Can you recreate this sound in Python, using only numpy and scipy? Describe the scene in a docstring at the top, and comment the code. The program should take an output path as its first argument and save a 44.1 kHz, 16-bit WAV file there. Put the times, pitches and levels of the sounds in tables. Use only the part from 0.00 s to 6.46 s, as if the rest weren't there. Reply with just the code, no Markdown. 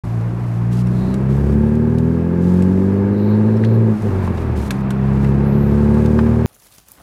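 """Gear change inside a six-cylinder car

The engine pulls up through a gear, burbles and pops on the overrun during the shift, and pulls again.
Low firing orders boom in the cabin, uneven firings and gas noise ring the exhaust, and the tyres roar
underneath; the driveline shudders and loose trim knocks. Close up, a hand-held camera rubs and
clicks in the fingers, and its lens motor whines faintly."""
import sys
import numpy as np
from scipy import signal
from scipy.fft import rfft, irfft
from scipy.io import wavfile
from scipy.ndimage import uniform_filter1d

SR = 44100
rng = np.random.default_rng(int(sys.argv[2]) if len(sys.argv) > 2 else 0)


def generate_wav(signal):
    """Clip the signal to [-1, 1] and save it as 16-bit WAV at the path in sys.argv[1]."""
    frames = np.transpose(np.atleast_2d(signal))
    scaled = np.clip(frames, -1, 1) * 32767
    pcm = np.round(scaled).astype(np.int16)
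    wavfile.write(sys.argv[1], SR, pcm)


N = 284886
T = np.arange(N) / SR


def undb(db):
    """Decibels to gain."""
    return 10 ** (np.asarray(db) / 20)


def unit(x):
    """Scale to rms 1."""
    return x / np.sqrt(np.mean(x ** 2))


def automation(table):
    """Straight ramps between (time, value) breakpoints."""
    return np.interp(T, *np.transpose(table))


def drift(rate_hz):
    """Smooth random modulation: stepped levels, slewed twice; spread near 1."""
    hold = int(SR / rate_hz)
    steps = np.repeat(rng.standard_normal(N // hold + 1), hold)
    return 1.3 * uniform_filter1d(uniform_filter1d(steps, hold), hold)[:N]


def colour(x, eq, size=16384):
    """Minimum-phase EQ through (f/Hz, level/dB) points, rolling off outside them; its peaks ring."""
    hz, db = np.transpose(eq)
    log_f = np.log(np.maximum(np.arange(size // 2 + 1) * SR / size, 1))
    outside = np.abs(log_f - np.clip(log_f, np.log(hz[0]), np.log(hz[-1])))
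    cepstrum = irfft(np.log(undb(np.interp(log_f, np.log(hz), db))) - 2 * outside)
    cepstrum[1:size // 2] *= 2
    cepstrum[size // 2 + 1:] = 0
    return signal.fftconvolve(x, irfft(np.exp(rfft(cepstrum))))[:N]


def noise(eq):
    """Coloured noise of rms 1."""
    return unit(colour(rng.standard_normal(N), eq))


def resonate(x, hz, width_hz):
    """Two identical resonant band-passes in series."""
    b, a = signal.iirpeak(hz, hz / width_hz, fs=SR)
    return signal.lfilter(b, a, signal.lfilter(b, a, x))


def impulses(times, sizes):
    """One impulse at each time, shared between neighbouring samples."""
    place = np.clip(np.asarray(times) * SR, 0, N - 2)
    i = place.astype(int)
    return np.bincount(i, sizes * (1 - place + i), N) + np.bincount(i + 1, sizes * (place - i), N)


def decay(t60, length_s=0.25):
    """Exponential tail, 60 dB down after t60 seconds."""
    return undb(-60 * T[:int(length_s * SR)] / t60)


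def gate(start, length, edge_s):
    """Rise, hold and fall, each ramp centred on its end of the span."""
    return np.clip(0.5 + np.minimum(T - start, start + length - T) / edge_s, 0, 1)


# Booming orders: multiple of the firing rate, drive at full load/dB, share left coasting,
# growth with revs/(dB per octave)
BOOM_ORDERS = [(1, 0.6, 0, .5), (1.5, -11.5, 0, -6), (2, 0.3, 0.44, -0.5), (2.5, -12.5, 0.14, 3.5),
               (3, -0.48, 0.54, 20)]
# Standing waves of the cabin at the driver's seat: f/Hz, level/dB
CABIN_EQ = [(55, -23.5), (72, -20), (86, -23), (98, -19), (110, -14), (119, -10.5), (128, -22.5),
            (136, -14.5), (150, -23), (165, -18.5), (179, -12), (200, -15), (217, -14.5), (228, -19),
            (245, -21.5), (268, -35), (285, -32), (340, -44.5)]


def boom(firings, firing_hz, load, ragged, lag_s=0.0029, cruise_hz=72, sway_db=1.4):
    """Low engine orders grow with load, and swell and sink as the revs sweep the cabin's resonances."""
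    phase = 2 * np.pi * np.interp(T - lag_s, T, firings) + ragged * drift(40)
    out = 0
    for order, db, coasting, octave_db in BOOM_ORDERS:
        drive = np.hypot(coasting + (1 - coasting) * load, 0.12)  # never quite silent
        revs_db = db + octave_db * np.log2(firing_hz / cruise_hz)
        seat_db = np.interp(order * firing_hz, *np.transpose(CABIN_EQ)) + sway_db * drift(8)
        # the cabin delays the higher orders more, which rounds each throb
        tone = np.sqrt(2) * np.sin(order * phase - 0.32 * order ** 2)
        out += drive * undb(revs_db + seat_db) * tone
    return out


# Cylinders in firing order, the two banks alternating: relative level/dB, timing offset/ms
CYLINDERS = [(4.2, -0.022), (1.1, 0.5), (3.8, -.34), (2, 0.18), (3.5, -0.015), (-0.5, -0.051)]
# Tone of the exhaust from the seats: f/Hz, level/dB
EXHAUST_EQ = [(30, -35.5), (80, -8), (118, 21), (160, -6), (195, 14.5), (240, 9.5), (268, -4), (295, -0.5),
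              (325, 1), (380, 7.5), (450, -2.5), (510, -1), (565, -11), (620, -19), (1600, -43)]


def exhaust(firings, growl_db, ragged):
    """A pulse per firing rings the pipes; unequal cylinders fill in lines between the firing orders."""
    number = np.arange(1, int(firings[-1]) + 1)
    times = np.interp(number, firings, T)
    strength_db, late_ms = np.array(CYLINDERS)[number % len(CYLINDERS)].T
    size_jitter, time_jitter = rng.standard_normal((len(number), 2)).T * np.interp(times, T, ragged)
    late_s = (late_ms - np.mean(late_ms) + 0.5 * time_jitter) / 1000
    sizes = undb(strength_db) / np.mean(undb(strength_db)) * (1 + size_jitter)
    pulses = impulses(times + late_s, sizes)
    # the first three multiples of the firing rate belong to the boom; the rest growls
    low_orders = np.gradient(firings) * (1 + 2 * sum(np.cos(2 * np.pi * k * firings) for k in (1, 2, 3)))
    pipe = colour(pulses - low_orders, EXHAUST_EQ)
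    # harder firings have steeper fronts, so the top of the growl opens with load
    dull = signal.sosfiltfilt(signal.butter(4, 430, fs=SR, output="sos"), pipe)
    pipe = dull + (pipe - dull) * undb(growl_db - np.median(growl_db))
    # ride the gain so that the mids sit at growl_db
    mids = signal.sosfilt(signal.butter(4, (290, 600), "band", fs=SR, output="sos"), pipe)
    mids_rms = np.sqrt(uniform_filter1d(mids ** 2, SR // 5) + 1e-18)
    return pipe / mids_rms * undb(growl_db)


def shudder(load, level_db=-35):
    """The driveline shakes the body while the wheels drive the engine."""
    shake = noise([(18, -12), (32, 2), (55, 1), (90, -24)])
    return shake * undb(level_db) * np.maximum(-load, 0)


# Low bed of road and body rumble: f/Hz, level/dB
RUMBLE_EQ = [(20, -25.5), (35, -6), (52, -7), (110, -3.5), (200, -4.5), (280, -3), (450, -11), (700, -25),
             (1200, -47)]
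# Airy rush of gas and tyres: f/Hz, level/dB
RUSH_EQ = [(450, -6.5), (620, 3.5), (730, 2), (880, 1.5), (1100, 0), (1430, -5), (1800, -8.5),
           (2600, -14.5), (3100, -23), (5000, -31), (8000, -52.5), (15000, -44)]
# Fader ride of the rush, which the rumble follows by half: t/s, level/dB
RUSH_RIDE = [(.05, -40.5), (.8, -40.5), (1.15, -38.5), (2.0, -41), (3.1, -38.5), (3.95, -39.5), (4.26, -34),
             (4.4, -36), (5.3, -35.5), (6.44, -36)]


def road(firings, rumble_db=-30, rush_trim_db=2.16, throb_depth=0.09):
    """Tyres shake the body; above them the rush of gas throbs with each bank's firings."""
    ride_db = automation(RUSH_RIDE)
    rumble = noise(RUMBLE_EQ) * undb(rumble_db + 0.5 * (ride_db - np.mean(ride_db)) + 2 * drift(8))
    throb = unit(1 + throb_depth * np.cos(np.pi * firings))
    rush = noise(RUSH_EQ) * throb * undb(ride_db + rush_trim_db + 0.5 * drift(25))
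    return rumble + rush


# Narrow bands of noise: f/Hz, nominal width/Hz, level against the growl/dB
RESONANCES = [(382, 50, -12), (880, 40, -19.5), (1630, 100, -24)]


def resonances(growl_db):
    """Narrow bands of noise follow the engine's load; the lowest is gas noise ringing the exhaust."""
    return sum(unit(resonate(rng.standard_normal(N), hz, 1.3 * width)) * undb(growl_db + db)
               for hz, width, db in RESONANCES)


# Finger slides: t/s, length/s, relative level/dB
STROKES = [(0.715, 0.11, -53), (1.292, 0.26, -59), (2.411, 0.2, -58.5), (3.076, 0.13, -72),
           (4.23, 0.051, -54.5), (4.344, 0.098, -60.5), (4.558, 0.13, -51.5), (4.734, 0.084, -60),
           (5.204, 0.098, -60), (5.97, 0.09, -60), (6.18, 0.045, -59.5)]
# Bright hiss of skin on plastic: f/Hz, level/dB
RUB_EQ = [(1500, -9), (3000, 4.5), (5500, 2), (7000, 0.5), (10500, -2.5), (13000, -5), (16000, -19)]


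def fingers(edge_s=0.015, grip_db=-62.5, trim_db=5):
    """Skin slides over the camera's shell with a grainy hiss; the resting grip hisses faintly too."""
    strokes = sum(undb(db) * gate(start, length, edge_s) for start, length, db in STROKES)
    grip = undb(grip_db + 3 * drift(4.6))
    rub = noise(RUB_EQ) * np.hypot(strokes, grip)
    grain_db = drift(370)
    return rub * undb(trim_db + grain_db)


# Clicks of the camera's plastic shell: t/s, relative level/dB, ring send/dB
CLICKS = [(0.7294, -37, -10), (0.7906, -35.5, -3), (0.871, -42.5, 8.5), (1.1417, -32.5, -3),
          (1.7523, -41.5, -3), (1.984, -35, -5), (2.6226, -33.5, 1.5), (3.57, -47.5, 6), (3.6467, -41, 7),
          (4.0213, -42.5, 5.5), (4.3743, -43, 3), (4.7072, -17.5, -2.5), (4.9055, -26.5, -6),
          (5.2443, -43, -18), (5.9439, -42, -4), (6.0596, -35, 3.5)]
# Ringing modes of the shell: f/Hz, level/dB, t60/s
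SHELL_MODES = [(1087, 1, 0.013), (1553, 7, 0.025), (2110, -1, 0.053), (2640, 7, 0.016), (3650, 0.5, 0.025),
               (5390, 1, 0.024), (7800, -16, 0.025), (8350, -14, 0.025), (9960, -7, 0.025)]
# Bite of a click's attack: f/Hz, level/dB
CRACK_EQ = [(1500, -23.5), (3300, 2), (5000, -3.5), (8000, -1.5), (12000, -8.5), (16000, -23)]


def clicks(crack_t60=0.028, tail_t60=0.15, tail_db=-20, crack_db=-5, ring_db=-10):
    """The shell cracks and rings, with a brief cabin tail; each spot on it has its own tone."""
    times, db, send_db = np.transpose(CLICKS)
    shape = decay(crack_t60) + undb(tail_db) * decay(tail_t60)
    envelope = signal.fftconvolve(impulses(times, undb(db)), shape)[:N]
    ring_t = T[:len(shape)]
    ring = np.zeros(N + SR)
    for start, size in zip((times * SR).astype(int), undb(db + send_db)):
        spot = rng.standard_normal((len(SHELL_MODES), 2)) * (3.5, 0.04)
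        for (hz, mode_db, t60), (offset_db, detune) in zip(SHELL_MODES, spot):
            mode = decay(t60) * np.sin(2 * np.pi * hz * (1 + detune) * ring_t)
            ring[start:start + len(mode)] += size * undb(mode_db + offset_db) * mode
    return undb(crack_db) * envelope * noise(CRACK_EQ) + undb(ring_db) * ring[:N]


# Lens motor runs: t/s, length/s, full-speed f/Hz, share of pitch lost at the ends, whine/dB, gears/dB
LENS_RUNS = [(.95, .2, 12800, 0.23, -68, -53.5), (1.31, 0.16, 13000, .15, -66, -78),
             (1.56, 0.16, 9300, .02, -67, -73), (3.15, 0.24, 12800, .17, -63, -53.5),
             (3.43, 0.22, 11700, 0.17, -68.5, -60), (3.64, .14, 12500, 0.16, -63, -56),
             (5.44, 0.31, 12700, 0.19, -58, -65), (5.78, 0.2, 9100, 0.019, -64, -65)]
# Thin buzz of the lens gears: f/Hz, level/dB
GEAR_EQ = [(3200, -26), (3800, -5.5), (3980, -4.5), (4170, -1.5), (4400, -10), (6000, -29.5)]


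def lens_motor(spin_up_s=0.07, hunt=0.018):
    """The motor spins up, hunts and slows, whining fitfully in two strands while its gears buzz."""
    wander = [ratio * (1 + hunt * drift(22) + 0.006 * drift(900)) for ratio in (1, 0.95)]
    flicker = [undb(db + 4 * drift(45)) for db in (0, -4)]
    whine, gear_level = 0, 0
    for start, length, hz, sag, whine_db, gear_db in LENS_RUNS:
        ramp = np.clip(np.minimum(T - start, start + length - T) / spin_up_s, 0, 1)
        pitch = hz * (1 - sag * (1 - np.sin(np.pi / 2 * ramp)))
        running = gate(start, length, spin_up_s)
        strands = sum(size * np.sin(2 * np.pi * np.cumsum(ratio * pitch) / SR)
                      for ratio, size in zip(wander, flicker))
        whine += undb(whine_db) * running * strands
        gear_level += undb(gear_db) * running
    return whine + gear_level * noise(GEAR_EQ)


# Loose trim knocking in the cabin: t/s, level/dB, f/Hz
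TRIM_KNOCKS = [(3.637, -28, 1860), (3.649, -34, 3500), (4.276, -20, 885), (4.380, -36, 2400),
               (4.707, -19.5, 1280), (4.908, -26.5, 1360), (5.246, -29.5, 1770), (6.189, -19.5, 1090),
               (6.19, -26.5, 2040), (6.263, -30, 1320)]


def trim_knocks(t60=0.04, relative_width=0.6):
    """Each piece of trim rattles briefly in a broad resonance of its own."""
    out = 0
    for start, db, hz in TRIM_KNOCKS:
        rattle = rng.standard_normal(N)
        envelope = (T >= start) * undb(db - 60 * np.abs(T - start) / t60)
        knock = resonate(rattle * envelope + 1e-18, hz, relative_width * hz)
        out += knock / np.std(resonate(rattle, hz, relative_width * hz))
    return out


# Exhaust pops on the overrun: t/s, level/dB
POPS = [(4.035, -18.5), (4.053, -16.5), (4.083, -17.5), (4.272, -17.5)]


def pops(t60=0.081):
    """Unburnt fuel goes off in short, ragged bursts that ring the pipe."""
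    times, db = np.transpose(POPS)
    gas = rng.standard_normal(N)
    envelope = signal.fftconvolve(impulses(times, undb(db)), decay(t60))[:N]
    return colour(envelope * gas, EXHAUST_EQ) / np.std(colour(gas, EXHAUST_EQ))


# Revs, as the firing rate: t/s, f/Hz
REVS = [(0.05, 56.9), (0.14, 57.0), (0.42, 59.7), (0.55, 58.0), (0.78, 60.6), (0.96, 61.1), (2.08, 81.4),
        (2.93, 97.9), (3.54, 109.6), (3.79, 113.4), (3.97, 106.1), (4.03, 106.5), (4.09, 98.2), (4.3, 88.3),
        (4.71, 65.9), (4.96, 66.3), (5.57, 70.1), (6.44, 77.6)]
# Engine load: t/s, torque (about 1 pulling hard, 0 coasting, about -1 on the overrun)
LOAD = [(.05, -0.33), (.18, 0.21), (.4, -0.35), (.58, 0.18), (1.12, 0.47), (1.55, 0.89), (2.25, 0.83),
        (2.5, 0.96), (3.05, 0.96), (3.91, .92), (4.06, -1.22), (4.3, -1.01), (4.58, -0.99), (4.79, .25),
        (5.25, 0.73), (6.05, 1.13), (6.44, 0.96)]


def scene(full_growl_db=-23.5, idle_share=0.13, overrun_share=0.61, growl_power=1.4):
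    """The mix at the driver's seat: revs and load play the engine, under cabin and handling noises."""
    firing_hz, load = automation(REVS), automation(LOAD)
    firings = np.cumsum(firing_hz) / SR  # running count
    effort = np.hypot(idle_share, np.maximum(load, -overrun_share * load))
    growl_db = full_growl_db + growl_power * 20 * np.log10(effort)
    # combustion is even under load and turns ragged with the throttle shut
    ragged = np.interp(load, (-0.5, 0, 1), (0.3, 0.15, 0.06))
    engine = boom(firings, firing_hz, load, ragged) + exhaust(firings, growl_db, ragged)
    overrun = pops() + shudder(load)
    bed = road(firings) + resonances(growl_db)
    return (engine + overrun + bed + trim_knocks() + fingers() + clicks() + lens_motor())[None]


def record(dry, start_s=0.036, top_hz=15800):
    """The sound cuts in after a moment of silence, with the very top filtered off."""
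    fade_in = np.clip((T - start_s) / 0.003, 0, 1)
    return signal.sosfilt(signal.ellip(8, 0.2, 70, top_hz, fs=SR, output="sos"), dry * fade_in)


dry = scene()
out = record(dry)
generate_wav(out)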